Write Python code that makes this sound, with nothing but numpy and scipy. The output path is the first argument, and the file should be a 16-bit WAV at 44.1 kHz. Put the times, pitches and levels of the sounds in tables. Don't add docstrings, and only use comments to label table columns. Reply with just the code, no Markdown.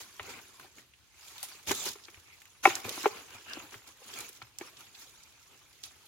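import sys
import numpy as np
from scipy import signal
from scipy.io import wavfile

SR = 44100
rng = np.random.default_rng(int(sys.argv[2]) if len(sys.argv) > 2 else 0)


def to_wav(sig):
    pcm = np.clip(np.atleast_2d(sig), -1, 1) * 32767
    pcm = np.round(pcm).astype(np.int16)
    wavfile.write(sys.argv[1], SR, pcm.T)


N = 267775
TIME = np.arange(N) / SR


def from_db(db):
    return 10 ** (np.asarray(db) / 20)


def rms_one(x):
    return x / np.sqrt(np.mean(x ** 2) + 1e-20)


def at_hz(points, hz):
    table_hz, values = np.array(points).T
    return np.interp(np.log(hz), np.log(table_hz), values)


def band(x, low_hz, high_hz):
    edges_hz = [low_hz, min(high_hz, .47 * SR)]
    return signal.sosfilt(signal.butter(2, edges_hz, "band", fs=SR, output="sos"), x)


def add(out, start_s, sound):
    start = max(round(start_s * SR), 0)
    out[:, start:start + sound.shape[-1]] += sound[..., :N - start]


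def panned(hz):
    # f/Hz, left minus right/dB
    balance = [(60, 4), (200, 2), (380, -0.5), (750, 5), (1300, 1), (2400, 0), (4400, -2.5), (7000, -3.5),
               (10000, -1.5), (14000, 2.5)]
    return from_db(at_hz(balance, hz) * np.array([[.5], [-.5]]))


def stereo(pair, hz):
    # f/Hz, left-right correlation/1
    likeness = [(60, 0.17), (130, 0.5), (290, .8), (640, 0.66), (1400, 0.55), (3100, 0.04), (6800, 0),
                (15000, 0)]
    alike = np.clip(at_hz(likeness, hz), -1, 1)
    middle = np.sqrt(1 + alike) * pair[0]
    side = np.sqrt(1 - alike) * pair[1] * [[1], [-1]]
    return (middle + side) * panned(hz)


def grains(per_s, spread_db, life_s):
    born = np.flatnonzero(rng.random(N) < per_s / SR)
    size_draws = np.minimum(rng.exponential(1, 4096), 4)
    sizes = np.full(N, 1e-18)
    sizes[born] = from_db(spread_db * size_draws[born % 4096]) ** 2
    power = signal.lfilter([1], [1, -np.exp(-1 / (life_s * SR))], sizes)
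    return power / power.mean()


def texture(spectrum, per_s, spread_db, life_s, grain_share, count, ringing_db=4.0, ringing_s=0.0087):
    edges_hz = np.geomspace(spectrum[0][0], spectrum[-1][0], count + 1)
    white = rng.standard_normal((2, 2, N))
    broad = grains(per_s, spread_db, life_s)
    share, out = np.clip(grain_share, 0, 1), 0
    for k, (low_hz, high_hz) in enumerate(zip(edges_hz, edges_hz[1:])):
        hz = np.sqrt(low_hz * high_hz)
        single = grains(per_s / 4, ringing_db, ringing_s)
        power = 1 - share + share * (broad + 2 * single) / 3
        noise = band(white[k % 2] * np.sqrt(power), low_hz, high_hz)
        out = out + from_db(at_hz(spectrum, hz)) * stereo(noise, hz)
    return rms_one(out)


def mode(t, hz, rise_s, t60_s):
    envelope = (1 - np.exp(-(t / rise_s) ** 2)) * from_db(-60 * t / t60_s)
    return envelope / envelope.max() * np.sin(2 * np.pi * hz * t) * panned(hz)


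def rustle():
    # f/Hz, relative density/(dB per Hz)
    soil_spectrum = [(35, -26.5), (90, -2.5), (180, -7), (350, 1.5), (520, -4.5), (700, -11.5)]
    litter_spectrum = [(450, -16.5), (620, -8), (850, -0.5), (1400, 0), (1900, -2.5), (2500, 2.5),
                       (3300, -7), (4500, -15.5)]
    leaves_spectrum = [(2200, -17.5), (3200, 1.5), (4300, 0.5), (5500, 0), (6900, 2.5), (8300, -8),
                       (10500, -2.5), (13000, -6.5), (16000, -10.5)]
    soil = texture(soil_spectrum, per_s=150, spread_db=4.5, life_s=0.0079, grain_share=0.67, count=12)
    litter = texture(litter_spectrum, per_s=250, spread_db=7.0, life_s=0.0034, grain_share=0.78, count=20)
    leaves = texture(leaves_spectrum, per_s=240, spread_db=4.5, life_s=0.0023, grain_share=0.74, count=22)
    soil_gain, litter_gain, leaves_gain = disturbance()
    return soil_gain * soil + litter_gain * litter + leaves_gain * leaves


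def disturbance():
    # start/s, build-up/s, hold/s, soil level/dB, litter level/dB, leaves level/dB
    tugs = [(0.0, 0.0017, 0.013, -56, -49, -44), (0.187, 0.046, 0.15, -57, -50, -56),
            (0.284, 0.011, 0.019, -57, -50, -49), (0.591, 0.0087, 0.05, -61.5, -57.5, -58.5),
            (0.73, 0.054, 0.0093, -61, -60, -55), (1.088, 0.19, 0.25, -74, -57, -51.5),
            (1.661, .025, 0.022, -42.5, -39, -32), (1.726, 0.026, 0.11, -54.5, -48.5, -40),
            (1.845, 0.011, 0.02, -49, -43, -34.5), (2.626, 0.017, 0.057, -50.5, -37.5, -36.5),
            (2.66, 0.088, 0.034, -57, -45, -44.5), (2.838, .008, 0.056, -47, -44, -44.5),
            (2.889, .04, .14, -55.5, -45, -42.5), (3.078, .05, 0.073, -59, -51, -53),
            (3.277, 0.063, 0.016, -60.5, -50, -58.5), (3.437, 0.056, 0.15, -57.5, -51, -55),
            (3.704, 0.028, 0.02, -58.5, -52, -52), (3.847, 0.033, 0.0088, -66, -55.5, -53.5),
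            (3.956, 0.24, 0.013, -57.5, -47.5, -44.5), (4.591, 0.013, 0.072, -62.5, -55.5, -55.5),
            (4.751, 0.054, .01, -66.5, -54, -55.5), (4.935, 0.058, 0.035, -80, -61.5, -51.5),
            (5.469, 0.039, 0.048, -70, -64.5, -64), (5.826, .015, 0.012, -72.5, -54.5, -48)]
    # t/s, level before the material offsets/dB
    stir = [(0.0, -55.5), (0.55, -57), (0.9, -70.5), (1.12, -67.5), (1.55, -57), (2.0, -57.5),
            (2.35, -61.5), (2.58, -63.5), (3.2, -54), (3.8, -59), (3.96, -61.5), (4.35, -55.5), (4.53, -65),
            (4.66, -58.5), (5.1, -58.5), (5.4, -62), (5.79, -62.5), (6.07, -59)]
    material_db = np.array([[-13.5], [-4.5], [-1]])
    power = from_db(np.interp(TIME, *np.transpose(stir)) + material_db) ** 2
    for start_s, build_s, hold_s, soil_db, litter_db, leaves_db in tugs:
        gain = from_db([[soil_db], [litter_db], [leaves_db]])
        power = power + (gain * effort(start_s, build_s, hold_s)) ** 2
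    return np.sqrt(power)


def effort(start_s, build_s, hold_s, build_power=1.4, shortest_t60_s=.19, t60_per_build=1.0):
    t = TIME - start_s
    t60_s = shortest_t60_s + t60_per_build * build_s
    build = np.clip(t / build_s, 0, 1) ** build_power
    return build * from_db(-60 * np.clip((t - build_s - hold_s) / t60_s, 0, 2))


def rubs(briefest_octaves=2.4, halving_length_s=0.018):
    # start/s, length/s, f/Hz, level before the swell/dB
    rub_events = [(0.285, 0.036, 4800, -55), (1.727, 0.15, 6970, -42.5), (2.033, 0.027, 4540, -48.5),
                  (2.251, 0.13, 2300, -58.5), (2.631, 0.02, 2070, -42), (3.033, 0.03, 1420, -38),
                  (3.43, 0.19, 2820, -50.5), (3.451, 0.13, 1570, -50.5), (4.131, .014, 2800, -47.5),
                  (4.412, 0.02, 3100, -49), (4.767, 0.013, 4220, -49), (4.859, 0.02, 2800, -58.5),
                  (4.943, 0.023, 3270, -51), (5.222, 0.023, 5920, -55)]
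    out, slips = np.zeros((2, N)), np.sqrt(grains(300, 1.8, 0.0034))
    for s, length_s, hz, db in rub_events:
        octaves = briefest_octaves / (1 + length_s / halving_length_s)
        size, width = int(length_s * SR), 2 ** (octaves / 2)
        white = rng.standard_normal((2, 2, SR // 2))[..., :size]
        hiss = white * np.roll(slips, -int(s * SR))[:size]
        sound = rms_one(stereo(band(hiss, hz / width, hz * width), hz))
        swell = np.sqrt(np.hanning(size))
        add(out, s, from_db(db) * swell * sound)
    return out


def knocks(thud_rise_s=0.0045, thud_t60_s=0.03, grit_t60_s=0.049):
    # t/s, thud f/Hz, thud level/dB, ring focus f/Hz,
    # ring level/dB, clack level/dB, initial grit level/dB
    knock_events = [(0.196, 415, -49, 1010, -36.5, -40, -33.5), (.645, 390, -62, 790, -49, -66, -69),
                    (1.432, 567, -87, 740, -41, -56.5, -64), (1.709, 321, -26, 900, -33.5, -55, -26),
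                    (1.715, 383, -28, 1010, -31, -42, -26), (1.864, 381, -39, 750, -44, -43, -35.5),
                    (1.955, 406, -46.5, 1200, -58, -63, -49), (2.083, 343, -53.5, 1300, -62, -45, -47.5),
                    (2.172, 300, -62, 800, -70, -64, -56.5), (2.6535, 370, -30.5, 1400, -9, -6, -22.5),
                    (2.6562, 378, -28.5, 750, -7, -29.5, -29), (2.673, 366, -19.5, 910, -24.5, -37, -28.5),
                    (2.849, 377, -39.5, 1300, -39, -50, -38.5), (2.976, 316, -38.5, 1000, -37, -56, -57),
                    (3.038, 318, -35.5, 1350, -38, -52, -42), (3.0564, 486, -28.5, 890, -13, -25, -35.5),
                    (3.0598, 412.5, -16, 1000, -22.5, -38, -29), (3.57, 304, -38, 560, -38.5, -60, -48),
                    (3.741, 391, -51.5, 1300, -63, -51, -42), (4.017, 506, -52, 600, -52, -74, -65),
                    (4.417, 350, -57, 1400, -41, -40.5, -48.5), (4.611, 356, -35.5, 570, -42.5, -41.5, -39)]
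    out, t = np.zeros((2, N)), TIME[:SR // 6]
    for s, thud_hz, thud_db, centre_hz, ring_db, clack_db, grit_db in knock_events:
        thud = from_db(thud_db) * mode(t, thud_hz, thud_rise_s, thud_t60_s)
        stone = knock_stone(t, centre_hz, ring_db, clack_db)
        white = rng.standard_normal((2, len(t)))
        grit = rms_one(stereo(band(band(white, 430, 2900), 300, 3300), 1300))
        add(out, s, thud + stone + grit * from_db(grit_db - 60 * t / grit_t60_s))
    return out


def knock_stone(t, centre_hz, ring_db, clack_db, focus_db_per_octave=10):
    # f/Hz, relative level/dB, rise/s, t60/s
    ring_modes = [(594, -11.5, 0.0023, 0.033), (791.3, -2, 0.0021, 0.026), (1017, -6, 0.0018, 0.031),
                  (1220, -8, 0.00058, 0.019), (1361, -1, 0.00045, 0.023)]
    clack_modes = [(1810, -5, 0.00034, .022), (2198, -4.5, .001, 0.021), (2257, -7, .0006, 0.034),
                   (2595, -13.5, 0.00075, 0.072), (3630, -24.5, 0.00074, 0.043)]
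    sound = 0
    for hz, db, rise_s, t60_s in clack_modes:
        sound = sound + from_db(clack_db + db) * mode(t, hz, rise_s, t60_s)
    for k, (hz, db, rise_s, t60_s) in enumerate(ring_modes):
        off_centre = abs(np.log2(hz / centre_hz))
        gain = (-1) ** k * from_db(ring_db + db - focus_db_per_octave * off_centre)
        sound = sound + gain * mode(t, hz, rise_s, t60_s)
    return sound


def snaps(crack_db=-11, width=1.25, spray_offset_db=-8, break_db=0, break_t60_s=0.0082):
    # t/s, overall gain/dB, f/Hz, t60/s, splinter level before the offset/dB
    snap_events = [(0.5973, -39.5, 1480, 0.032, -10), (0.7835, -43.5, 2000, 0.045, -18),
                   (0.937, -48.5, 2600, 0.064, -27), (1.381, -39, 3640, 0.058, -3.5),
                   (1.429, -32.5, 10400, 0.12, 1), (1.6724, -35, 2440, 0.089, -2),
                   (1.694, -26, 2490, 0.046, -16), (1.7151, -22, 6000, 0.037, -2),
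                   (2.144, -40, 2350, 0.031, -26), (2.4184, -45, 2180, 0.052, -4.5),
                   (2.455, -47, 2320, 0.032, -7), (2.7537, -22, 6000, 0.03, -6.5),
                   (2.893, -31, 3900, 0.035, 2.5), (3.534, -29, 4270, 0.016, -14),
                   (4.139, -35, 5470, .02, -7), (4.188, -36, 8000, .025, 1), (4.205, -36.5, 7400, .025, -4),
                   (4.29, -39.5, 11700, 0.055, -3), (4.586, -30, 6260, 0.025, -6),
                   (5.837, -34.5, 4210, 0.062, -6.5)]
    out, t = np.zeros((2, N)), TIME[:SR // 6]
    for s, gain_db, hz, t60_s, spray_db in snap_events:
        white = rng.standard_normal((2, 2, len(t) + 512))
        crack = from_db(crack_db) * rms_one(band(white[0], hz / width, hz * width))
        spray = from_db(spray_db + spray_offset_db) * rms_one(band(white[1], 1900, 14000))
        envelope = from_db(-60 * t / t60_s) + from_db(break_db - 60 * t / break_t60_s)
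        add(out, s, stereo((crack + spray)[:, -len(t):], hz) * from_db(gain_db) * envelope)
    return out


def treads(centre_hz=105, rise_s=0.0019, t60_s=.14):
    # t/s, level/dB
    tread_events = [(.208, -50), (2.175, -54), (2.851, -46.5), (3.347, -54), (3.756, -55), (4.428, -52)]
    out, t = np.zeros((2, N)), TIME[:SR // 4]
    for s, db in tread_events:
        hz = centre_hz * rng.uniform(0.72, 1.12)
        add(out, s, from_db(db) * mode(t, hz, rise_s, t60_s))
    return out


def ground_echoes(x, echo_db=-17):
    out = np.zeros((2, N))
    for channel, delays_s in enumerate([(.0037, .0118), (.0052, .0146)]):
        for delay_s in delays_s:
            out[channel] += np.interp(TIME - delay_s, TIME, x[channel], left=0)
    return from_db(echo_db) * out


def slope(x, t60_s=0.62, wet_db=-26.5, onset_s=.006):
    t = TIME[:SR // 2]
    noise = band(rng.standard_normal((2, len(t))), 290, 7100)
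    tail = noise * from_db(-60 * t / t60_s) * (t > onset_s)
    tail /= np.sqrt(np.sum(tail ** 2, axis=1, keepdims=True))
    return from_db(wet_db) * signal.fftconvolve(x, tail, axes=1)[:, :N]


def outdoor_air(level_db=-67):
    # f/Hz, relative density/(dB per Hz)
    air_spectrum = [(30, -19), (60, 1), (95, 3.5), (180, -11), (500, -20), (1000, -15.5), (3000, -10.5),
                    (7000, -19), (15000, -27.5)]
    air = texture(air_spectrum, per_s=200, spread_db=-1.5, life_s=.03, grain_share=.1, count=16)
    return from_db(level_db) * air


def scene(left_lead_s=.00006):
    handling = rustle() + rubs() + treads()
    blows = knocks() + snaps()
    blows[1] = np.roll(blows[1], round(left_lead_s * SR))
    return handling + blows + ground_echoes(blows) + slope(blows) + outdoor_air()


def record(dry, cutoff_hz=16000):
    return signal.sosfilt(signal.ellip(10, .2, 70, cutoff_hz, fs=SR, output="sos"), dry)


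dry = scene()
out = record(dry)
to_wav(out)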